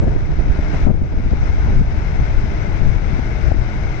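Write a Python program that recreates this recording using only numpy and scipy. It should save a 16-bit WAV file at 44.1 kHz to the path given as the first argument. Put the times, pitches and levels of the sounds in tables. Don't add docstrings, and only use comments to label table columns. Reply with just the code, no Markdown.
import sys
import numpy as np
from scipy import signal
from scipy.fft import rfft, irfft
from scipy.io import wavfile
from scipy.ndimage import uniform_filter1d, minimum_filter1d

SR = 44100
rng = np.random.default_rng(int(sys.argv[2]) if len(sys.argv) > 2 else 0)


def persist_wave(psi):
    counts = np.round(np.clip(psi, -1, 1) * 32767).astype(np.int16)
    wavfile.write(sys.argv[1], SR, np.atleast_2d(counts).T)


N = 176400


def undb(db):
    return 10 ** (np.asarray(db) / 20)


def level(x, db):
    return x * undb(db) / np.sqrt(np.mean(x ** 2))


def per_bin(table, column=1):
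    rows = np.array(table, float)
    hz = np.maximum(np.fft.rfftfreq(N, 1 / SR), 1)
    return np.interp(np.log(hz), np.log(rows[:, 0]), rows[:, column])


def colour(x, spectrum):
    return irfft(rfft(x) * undb(per_bin(spectrum)), N)


def walk(bandwidth_hz):
    hz = np.fft.rfftfreq(N, 1 / SR)
    spectrum = rfft(rng.standard_normal(N)) * np.exp(-(hz / bandwidth_hz) ** 2) * (hz > 0)
    return level(irfft(spectrum, N), 0)


def tone(hz, db, flutter_db):
    phase = 2 * np.pi * (np.cumsum(hz) / SR + rng.random())
    return level(np.sin(phase) * undb(flutter_db * walk(5.5)), db)


# (order [multiple of the cycle rate], relative level [dB])
ENGINE_ORDERS = [(3, -4.5), (5, -3), (6, -10), (8, -4), (10, -7), (14, -13.5), (17, -24)]


def engine():
    cycle_hz = 14.97 * (1 + 0.0023 * walk(1.7))
    drone = sum(tone(order * cycle_hz, db, flutter_db=4) for order, db in ENGINE_ORDERS)
    return level(drone, db=-29)


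# (frequency [Hz], level [dB])
PUMP_TONES = [(309, -43), (457, -48), (618.3, -48)]


def hydraulics():
    speed = 1 + 0.0021 * walk(4.6)
    return sum(tone(hz * speed, db, flutter_db=3.5) for hz, db in PUMP_TONES)


# (frequency [Hz], relative spectral density [dB])
BALLAST_SPECTRUM = [(30, 11), (130, 7), (200, 2.5), (270, -4), (340, 1), (420, 0), (500, -7.5), (600, 0.5),
                    (850, -1), (1120, -7.5), (1500, -1.5), (1850, -7.5), (2080, -5), (2280, -5.5),
                    (2390, -9.5), (2550, -11), (3100, -18.5), (3900, -18), (4400, -22.5), (4800, -21),
                    (5150, -18), (5500, -22.5), (6130, -19.5), (6550, -29.5), (7400, -33), (8300, -39)]


def ballast(stones_per_s=2500, spread_db=2, stone_share=0.35):
    impacts = (rng.random(N) < stones_per_s / SR) * rng.choice([-1, 1], N)
    knocks = level(impacts * undb(spread_db * np.minimum(rng.exponential(size=N), 5)), 0)
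    air = rng.standard_normal(N)
    roar = np.sqrt(stone_share) * knocks + np.sqrt(1 - stone_share) * air
    return level(colour(roar, BALLAST_SPECTRUM), db=-26)


# (frequency [Hz], half width [Hz], initial level at unit load [dB])
HOUSING_MODES = [(2100, 45, -50), (2232, 63, -48.5)]


def housing(t, growth_db_per_s=1.55):
    drift = 1 + 0.005 * walk(2.496)
    ring = 0
    for hz, width_hz, db in HOUSING_MODES:
        phase = 2 * np.pi * np.cumsum(hz * drift) / SR
        ring += level(walk(width_hz) * np.cos(phase) + walk(width_hz) * np.sin(phase), db)
    return ring * undb(growth_db_per_s * t)


# (time [s], gain [dB])
BRUSH_LOAD = [(0, 1.5), (.5, -2.5), (.72, 0.5), (.82, 1.5), (1, -1), (1.35, -1), (1.7, -0.6), (2.5, -0.53),
              (4, -0.25)]
# (frequency [Hz], attenuation [dB], coherence [0-1])
RIGHT_RESPONSE = [(98, -4, 0.92), (330, -1, 0.82), (610, 4.5, 0.92), (980, 5.5, 0.5), (1400, 12.5, 0.6),
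                  (1790, 10, 0.3), (2250, 14, 0.9), (2600, 10, 0.03), (3140, 12, 0.3), (4050, 14.5, 0),
                  (5000, 19.5, 0.1), (5700, 29, 0.5), (7500, 15.5, 0)]
# (frequency [Hz], delay [ms])
RIGHT_DELAY = [(300, 0.39), (900, 0.35), (1500, 0.21), (2000, 0.45), (3000, 0.98), (5000, 1)]


def machine(t, churn_db=0.5):
    load = undb(np.interp(t, *np.array(BRUSH_LOAD).T) + churn_db * walk(20))
    left = engine() + hydraulics() + load * (ballast() + housing(t))
    coherence = np.clip(per_bin(RIGHT_RESPONSE, column=2), 0, 1)
    delay = np.exp(-2j * np.pi * np.fft.rfftfreq(N, 1 / SR) * per_bin(RIGHT_DELAY) / 1000)
    direct = coherence * delay * rfft(left)
    scattered = np.sqrt(1 - coherence ** 2) * rfft(load * ballast())
    right = irfft((direct + scattered) * undb(-per_bin(RIGHT_RESPONSE)), N)
    return np.array([left, right])


def crested(flow, skew=0.15):
    steady = flow / np.sqrt(uniform_filter1d(flow ** 2, size=SR // 8))
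    return level(steady + skew * (steady ** 2 - 1), 0)


# (time [s], left level [dB], right level [dB])
WIND_LEVELS = [(0, -7, -4.5), (.15, -10, -9), (.25, -17, -9.5), (.42, -18, -14.5), (.55, -18, -11.5),
               (0.649, -19, -17), (.8, -17, -15.5), (.97, -4.5, -10.5), (1.101, -15.5, -13.5),
               (1.35, -13, -17), (1.549, -12.5, -16.5), (1.8, -11.5, -11.5), (2.05, -16, -22.5),
               (2.3, -14, -18), (2.5, -19, -22.5), (2.68, -14.5, -28), (3.099, -12.5, -26),
               (3.3, -17.5, -35), (3.54, -9.5, -25), (3.699, -21, -25.5), (3.861, -15.5, -20.5),
               (4, -22.5, -41)]
# (frequency [Hz], relative spectral density [dB])
WIND_SPECTRUM = [(6, -24), (16, -2), (30, 3), (48, -0.5), (70, -3.5), (110, -11.5), (160, -19),
                 (250, -22.5), (400, -29.5), (700, -37.5), (1500, -54.5), (4000, -81.5)]


def wind(t, eddy_db=2, split_hz=120):
    times, *port_levels = np.array(WIND_LEVELS).T
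    ports = []
    for db in port_levels:
        flow = colour(rng.standard_normal(N), WIND_SPECTRUM)
        low = signal.sosfiltfilt(signal.butter(2, split_hz, fs=SR, output="sos"), flow)
        spurts = level(undb(eddy_db * walk(88)), 0)
        rumble = low + (flow - low) * spurts
        ports.append(crested(rumble) * undb(np.interp(t, times, db)))
    return np.array(ports)


# (centre time [s], time scale [s], peak before saturation [dB],
# left minus right [dB], spectral tilt [dB/octave], turbulent share [0-1])
EDDY_STRIKES = [(0.031, 0.034, 2.5, 16, 5, 0.8), (0.083, 0.023, 1.5, 11, 4, 0.97),
                (.124, 0.023, .5, 13, 4.5, 0.96), (.16, .02, -4, 5, 1, .9),
                (0.256, 0.029, -11.5, -18, 1, 0.66), (0.31, 0.03, -6.5, 11, -2, 0.7),
                (.398, 0.015, -2.5, -8, 2.5, 0.5), (0.468, 0.022, -5, 13, 2, 0.43),
                (0.502, 0.016, -3, -18, -6, 0.26), (0.592, .011, -1.5, 15, 3, 0.48),
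                (0.743, 0.015, -3.5, -12, 4, 0.54), (0.853, 0.0093, 8, 25.5, -3, 0.55),
                (0.877, .016, 8.5, 20, 3.5, 1), (0.884, .004, 10, 27, 6, 0.42),
                (.903, 0.016, 12, 21, -1, .85), (.945, 0.037, -0.5, 7.5, 0.5, 0.64),
                (1.023, 0.02, 4, 5.5, -1.5, 0.6), (1.136, 0.024, -5.5, -2.5, -0.5, 0.8),
                (1.182, 0.014, 0, 11, -6, 0.4), (1.202, .008, -6.5, 5, 2, 0.54),
                (1.262, 0.016, -2, 5.5, -4, 0.43), (1.326, 0.021, -0.5, 9, -1.5, 0.7),
                (1.694, .03, -9.5, -3, 1, 1), (1.774, 0.031, -1, 6.5, -5.5, 0.46),
                (1.813, 0.012, 2.5, 17.5, -2.5, 0.39), (2.208, .036, -0.5, 11.5, -5.5, 0.93),
                (2.381, 0.027, -3, 23, -9, .2), (2.442, 0.0081, -6.5, 15, 2, 0.25),
                (2.869, 0.1, -.5, 9.5, -11, 0.72), (3.139, 0.029, -6, 18, -9.5, 0.7),
                (3.194, 0.0087, -3.5, 19, 2.5, 0.47), (3.475, .028, -4.5, 19, -19, 0.8),
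                (3.519, .0062, -0.5, 22, 3, .5), (3.593, 0.016, -2.5, 25, -14, .25),
                (3.619, 0.0098, -3.5, 21, -2, 0.6)]
# (frequency [Hz], relative spectral density [dB])
BUFFET_SPECTRUM = [(15, 4.5), (50, 4.5), (120, 0), (220, -7.5), (400, -15), (700, -24.5), (1100, -41.5),
                   (1500, -44), (2100, -54), (5000, -81)]


def buffets(t, flip_s=0.0014, tilt_from_hz=177, overload_db=7.5):
    ports = np.zeros((2, N))
    for port, side in zip(ports, (1, -1)):
        flow = crested(colour(rng.standard_normal(N), BUFFET_SPECTRUM))
        for centre, length, db, pan_db, tilt_db, share in EDDY_STRIKES:
            near = np.abs(t - centre) < 2 * length
            age = t[near] - centre
            swell = np.exp(-2 * (age / length) ** 2)
            push = -np.tanh(age / flip_s) * np.exp(-np.abs(age) / length)
            blast = (1 - share) * level(push * swell, 0) + share * level(flow[near] * swell, 0)
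            octaves = np.log2(np.hypot(np.fft.rfftfreq(len(age), 1 / SR) / tilt_from_hz, 1))
            blast = irfft(rfft(blast) * undb(tilt_db * octaves), len(age))
            blast *= signal.windows.tukey(len(age))
            port[near] += blast / np.abs(blast).max() * undb(db + min(side * pan_db, 0))
    return undb(overload_db) * np.tanh(ports / undb(overload_db))


def scene():
    t = np.arange(N) / SR
    return machine(t) + wind(t) + buffets(t)


def record(dry):
    ceiling_db, recovery_db_per_s, lookahead_s, top_hz = -1, 18, 0.0079, 8100
    peak_db = 20 * np.log10(np.abs(dry).max(axis=0) + 1e-9)
    excess_db = np.maximum(peak_db - ceiling_db, 0)
    recovery_db = recovery_db_per_s * np.arange(N) / SR
    gain = undb(recovery_db - np.maximum.accumulate(excess_db + recovery_db))
    window = int(2 * lookahead_s * SR)
    gain = uniform_filter1d(minimum_filter1d(gain, window), window)
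    lowpass = signal.ellip(8, 0.2, 70, top_hz, fs=SR, output="sos")
    return signal.sosfilt(lowpass, dry * gain)


dry = scene()
out = record(dry)
persist_wave(out)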